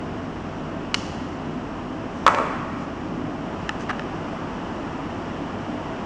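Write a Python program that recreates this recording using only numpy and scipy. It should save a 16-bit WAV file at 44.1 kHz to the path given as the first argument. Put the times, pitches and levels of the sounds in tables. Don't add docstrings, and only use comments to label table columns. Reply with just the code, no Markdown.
import sys
import numpy as np
from scipy import signal
from scipy.fft import rfft, irfft
from scipy.io import wavfile
from scipy.ndimage import uniform_filter1d

SR = 44100
rng = np.random.default_rng(int(sys.argv[2]) if len(sys.argv) > 2 else 0)


def bounce(signal):
    frames = np.transpose(np.atleast_2d(signal))
    limited = np.clip(frames, -1, 1)
    pcm = np.round(limited * 32767).astype(np.int16)
    wavfile.write(sys.argv[1], SR, pcm)


N = 267113

# f/Hz, spectral level/dB
VENT_SPECTRUM = [(20, -18.5), (70, -10.5), (100, -2), (133, -11), (170, -3), (290, 0.5), (480, -10),
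                 (680, -8), (1150, -11), (1600, -17.5), (1900, -20), (2200, -24.5), (2950, -22.5),
                 (3700, -36.5)]
# f/Hz, width/Hz, height above the rumble/dB
VENT_DRONES = [(89.7, 14.4, 3.5), (154.5, 15, 9.5), (250.5, 6.4, 6), (657.3, 8, 8.5)]
# f/Hz, spectral level/dB
HISS_SPECTRUM = [(100, 7), (3800, -1.5), (4800, -0.5), (5600, 1.5), (6300, -4), (7200, -5.5), (7800, -10),
                 (9000, -16), (9700, -28.5), (10500, -24)]
# f/Hz, t60/s, level/dB
ROOM_DECAY = [(150, 0.78, -3), (418, 1, 8), (740, 0.63, 12), (1160, 1.5, -0.5), (1600, 1.62, -1.5),
              (2370, 1.68, 6), (3900, 1.54, 0), (5600, 1.06, 3.5), (9100, 1.07, -2.5)]
# middle t/s, length/s, level/dB
FINGER_RUBS = [(2.21, 0.31, -57.5), (2.808, 0.14, -57), (3.815, 0.075, -48)]
# f/Hz, spectral level/dB
SKIN_SPECTRUM = [(300, -3), (2000, -18), (4000, -3), (6000, 4), (7500, -4), (9000, -14), (11000, -36)]
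# f/Hz, spectral level/dB
DULL_GRIT = [(150, -25), (500, -3), (800, 5), (1170, 16), (1550, 7.5), (2500, -11), (3700, -16),
             (5500, -14.5), (7400, -10.5), (9000, -13.5), (11000, -50)]
# f/Hz, spectral level/dB
STEEL_GRIT = [(400, -14.5), (1200, 2.5), (2400, -10.5), (2960, -1), (3600, -7.5), (4400, -5.5), (5550, -4),
              (6100, -6), (7200, -5.5), (8200, -18.5), (9100, -13), (9900, -26), (11000, -34)]
# t/s, level/dB, brightness/(dB per octave)
GRIP_CLICKS = [(3.6925, -18, 2), (3.9318, -31, -10), (3.9946, -26, 0), (4.0195, -35, -3)]
# f/Hz, level/dB, t60/s
CASE_MODES = [(870, -4, 0.038), (1330, 0, 0.023), (1756, 6, 0.014), (2550, -4, 0.01), (2970, 1, 0.0066),
              (3930, -11.5, 0.011), (5400, -6.5, 0.0058), (7050, -13, 0.0052)]
# t/s, level/dB, brightness/(dB per octave)
RING_CLINKS = [(2.2684, -19, -7), (2.2724, -26.5, -7), (2.2915, -23, -12), (2.3468, -23, -5)]
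# f/Hz, level/dB, t60/s
RING_MODES = [(2480, 1.5, 0.0064), (4820, -6, 0.0066), (6000, -10, 0.013), (7900, -22, .006)]
# t/s, level/dB, brightness/(dB per octave)
BLADE_SNAPS = [(0.9431, -13.5, 0), (0.9473, -21.5, -2)]
# f/Hz, level/dB, t60/s
HANDLE_MODES = [(1170, 5.5, 0.0087), (2070, -2, 0.015), (2350, 2, 0.0094), (2930, 0.5, 0.021),
                (3960, -1.5, 0.015), (4520, 2, 0.007), (4940, -8, 0.01), (5520, -10, 0.0081),
                (5820, -10, 0.0098), (6250, -14, 0.009), (7036, -8.5, 0.0087), (7650, -20, 0.0098),
                (9100, -22, 0.011)]
# t/s, level/dB, brightness/(dB per octave)
TABLE_KNOCKS = [(2.2645, -1.5, -1), (2.2702, -17, 1), (2.2742, -11.5, -5.5), (2.27825, -8, 3),
                (2.2835, -10.5, -3), (2.385, -17, 0), (2.3995, -18, -11)]
# f/Hz, level/dB, t60/s
TABLE_MODES = [(286, -17.5, 0.029), (462, -11.5, 0.021), (630, -12.5, 0.031), (837, -6.5, 0.021),
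               (1100, 4, 0.016), (1308, -2, 0.037), (1700, -11, 0.019), (1935, -13, 0.019),
               (2360, -8, 0.006), (3420, -17.5, 0.011), (4100, -23, 0.01), (5700, -23, 0.009),
               (6590, -21, 0.0084)]


def gain_of(db):
    return 10 ** (np.asarray(db) / 20)


def unit_rms(x):
    return x / np.sqrt(np.mean(x ** 2) + 1e-20)


def curve_at(points, hz, column=1):
    columns = np.transpose(points)
    return np.interp(np.log(hz + 1), np.log(columns[0] + 1), columns[column])


def add(mix, start_s, sound):
    part = mix[..., max(round(start_s * SR), 0):][..., :sound.shape[-1]]
    part += sound[..., :part.shape[-1]]


def low_pass(x, hz, taps):
    return signal.oaconvolve(x, signal.firwin(taps, hz, window=("kaiser", 8), fs=SR)[None], "same")


def noise(spectrum, size, peaks=()):
    hz = np.fft.rfftfreq(size, 1 / SR)
    db = curve_at(spectrum, hz) - 60 * np.log2(np.maximum(hz / spectrum[-1][0], 1))
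    for centre, width, peak_db in peaks:
        db = db + peak_db / (1 + (2 * (hz - centre) / width) ** 2)
    return unit_rms(irfft(rfft(rng.standard_normal(size)) * gain_of(db), size))


def room_tone(vent_db=-29.5, hiss_db=-51, hum_db=-48, hum_hz=50):
    t = np.arange(N) / SR
    swell_db = np.interp(t, [3.37, 3.62], [-1.5, 0.63])
    heave_db = 2 * np.exp(-((t - 3.2) / 0.23) ** 2)
    vent = gain_of(vent_db) * noise(VENT_SPECTRUM, N, VENT_DRONES)
    bass = signal.sosfiltfilt(signal.butter(2, 450, fs=SR, output="sos"), vent)
    rumble = bass * gain_of(0.057 * swell_db + heave_db)
    rush = (vent - bass) * gain_of(swell_db)
    hiss = gain_of(hiss_db + 0.75 * swell_db) * noise(HISS_SPECTRUM, N)
    hum = gain_of(hum_db) * np.sqrt(2) * np.sin(2 * np.pi * (hum_hz * t + rng.random()))
    return rumble + rush + hiss + hum


def room_echoes(send, first_echo_s=0.011, echoes_per_s=4000, early_db=4, early_s=0.0048):
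    t = np.arange(SR) / SR
    taps = rng.choice([-1., 1.], SR) * (rng.random(SR) < echoes_per_s / SR) * (t > first_echo_s)
    taps *= gain_of(early_db * np.exp(-t / early_s))
    hz, age, bands = signal.stft(taps, SR, nperseg=256)
    t60 = curve_at(ROOM_DECAY, hz)[:, None]
    band_db = curve_at(ROOM_DECAY, hz, column=2)[:, None]
    bands *= gain_of(band_db - 60 * age / t60)
    tail = signal.istft(bands, SR, nperseg=256)[1]
    return signal.fftconvolve(send, tail / np.linalg.norm(tail))[:N]


def finger_rubs(grain_db=3):
    out = np.zeros(N)
    for middle_s, length_s, level_db in FINGER_RUBS:
        size = round(length_s * SR)
        grain = gain_of(grain_db * unit_rms(uniform_filter1d(rng.standard_normal(size), size=200)))
        rub = unit_rms(noise(SKIN_SPECTRUM, size) * grain) * np.hanning(size)
        add(out, middle_s - length_s / 2, gain_of(level_db) * rub)
    return out


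def contact_crack(spectrum, t60, size, bands=100):
    hz = np.fft.rfftfreq(2 * size, 1 / SR)
    band_delay_s = rng.exponential(t60 / (2 * np.log(1000)), bands)
    delay_s = np.interp(hz, np.linspace(0, SR / 2, bands), band_delay_s)
    phase = -2 * np.pi * np.cumsum(delay_s) * hz[1]
    return irfft(gain_of(curve_at(spectrum, hz)) * np.exp(1j * phase))[:size]


def blows(hits, modes, grit, crack_db, send_crack_db, crack_t60, build_cycles, detune, low_hz, high_hz):
    size, lead = 4096, 64
    t = np.arange(size - lead) / SR
    out = np.zeros((2, N))
    hz, db, t60 = np.transpose(modes)[:, :, None]
    bin_hz = np.fft.rfftfreq(size, 1 / SR)
    octaves = np.log2(np.clip(bin_hz, 500, 12000) / 2000)
    radiated = (1j * bin_hz / (1j * bin_hz + low_hz)) ** 2
    radiated /= np.sqrt(1 + (bin_hz / high_hz) ** 4)
    sign = (-1) ** np.arange(len(modes))[:, None]
    build = 1 - np.exp(-t * hz / build_cycles)
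    envelope = build * gain_of(db - 60 * t / t60)
    for start_s, level_db, bright_db in hits:
        pitch = hz * (1 + detune * rng.standard_normal(hz.shape))
        ring = (sign * envelope * np.sin(2 * np.pi * pitch * t)).sum(0)
        crack = contact_crack(grit, crack_t60, len(t))
        blow = unit_rms(ring) + gain_of([[crack_db], [send_crack_db]]) * unit_rms(crack)
        tilt = gain_of(bright_db * octaves)
        blow = irfft(rfft(np.pad(blow, ((0, 0), (lead, 0)))) * radiated * tilt)
        blow /= np.sqrt(np.sum(blow ** 2, axis=1, keepdims=True) / (0.005 * SR))
        add(out, start_s - lead / SR, gain_of(level_db) * blow)
    return out


def case_clicks():
    return blows(GRIP_CLICKS, CASE_MODES, DULL_GRIT, crack_db=-9, send_crack_db=-2, crack_t60=0.0122,
                 build_cycles=1.5, detune=0.011, low_hz=250, high_hz=5900)


def case_creak(start_s=3.8925, count=8, gap_s=0.0026, rise_s=0.0044, peak_db=-25.5, fade_db_per_s=280):
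    time_jitter, level_jitter = rng.standard_normal((count, 2)).T
    age = gap_s * np.arange(count)
    rise = np.minimum((age + gap_s) / rise_s, 1)
    fade_db = fade_db_per_s * np.maximum(age - rise_s, 0)
    times = start_s + age + 0.12 * gap_s * time_jitter
    levels_db = peak_db + 20 * np.log10(rise) - fade_db - 1.5 * level_jitter
    slips = [(s, db, -2) for s, db in zip(times, levels_db)]
    return blows(slips, CASE_MODES, DULL_GRIT, crack_db=-7, send_crack_db=-4, crack_t60=0.0072,
                 build_cycles=0.77, detune=0.1, low_hz=250, high_hz=7000)


def key_ring_rattle():
    return blows(RING_CLINKS, RING_MODES, STEEL_GRIT, crack_db=-0.5, send_crack_db=-1, crack_t60=0.01784,
                 build_cycles=0.62, detune=0.0086, low_hz=400, high_hz=5530)


def blade_snap():
    return blows(BLADE_SNAPS, HANDLE_MODES, STEEL_GRIT, crack_db=-6, send_crack_db=14, crack_t60=0.03,
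                 build_cycles=0.34, detune=0.0019, low_hz=400, high_hz=13900)


def table_clack():
    return blows(TABLE_KNOCKS, TABLE_MODES, DULL_GRIT, crack_db=-4, send_crack_db=4, crack_t60=0.0198,
                 build_cycles=0.2, detune=0.0032, low_hz=100, high_hz=4470)


def scene(steel_room_db=-13.5, table_room_db=-8, case_room_db=-19):
    steel, steel_send = blade_snap() + key_ring_rattle()
    table, table_send = table_clack()
    case, case_send = case_clicks() + case_creak()
    echoes = room_echoes(gain_of(steel_room_db) * steel_send + gain_of(table_room_db) * table_send
                         + gain_of(case_room_db) * case_send)
    return (steel + table + case + echoes + finger_rubs() + room_tone())[None]


def record(dry, mic_hz=10400, ceiling=0.71, knee_sharpness=24):
    heard = low_pass(dry, mic_hz, taps=151)
    clipped = heard / (3.5 + abs(heard / ceiling) ** knee_sharpness) ** (1 / knee_sharpness)
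    softened = low_pass(clipped, hz=12400, taps=9)
    return low_pass(softened, hz=16500, taps=255)


dry = scene()
out = record(dry)
bounce(out)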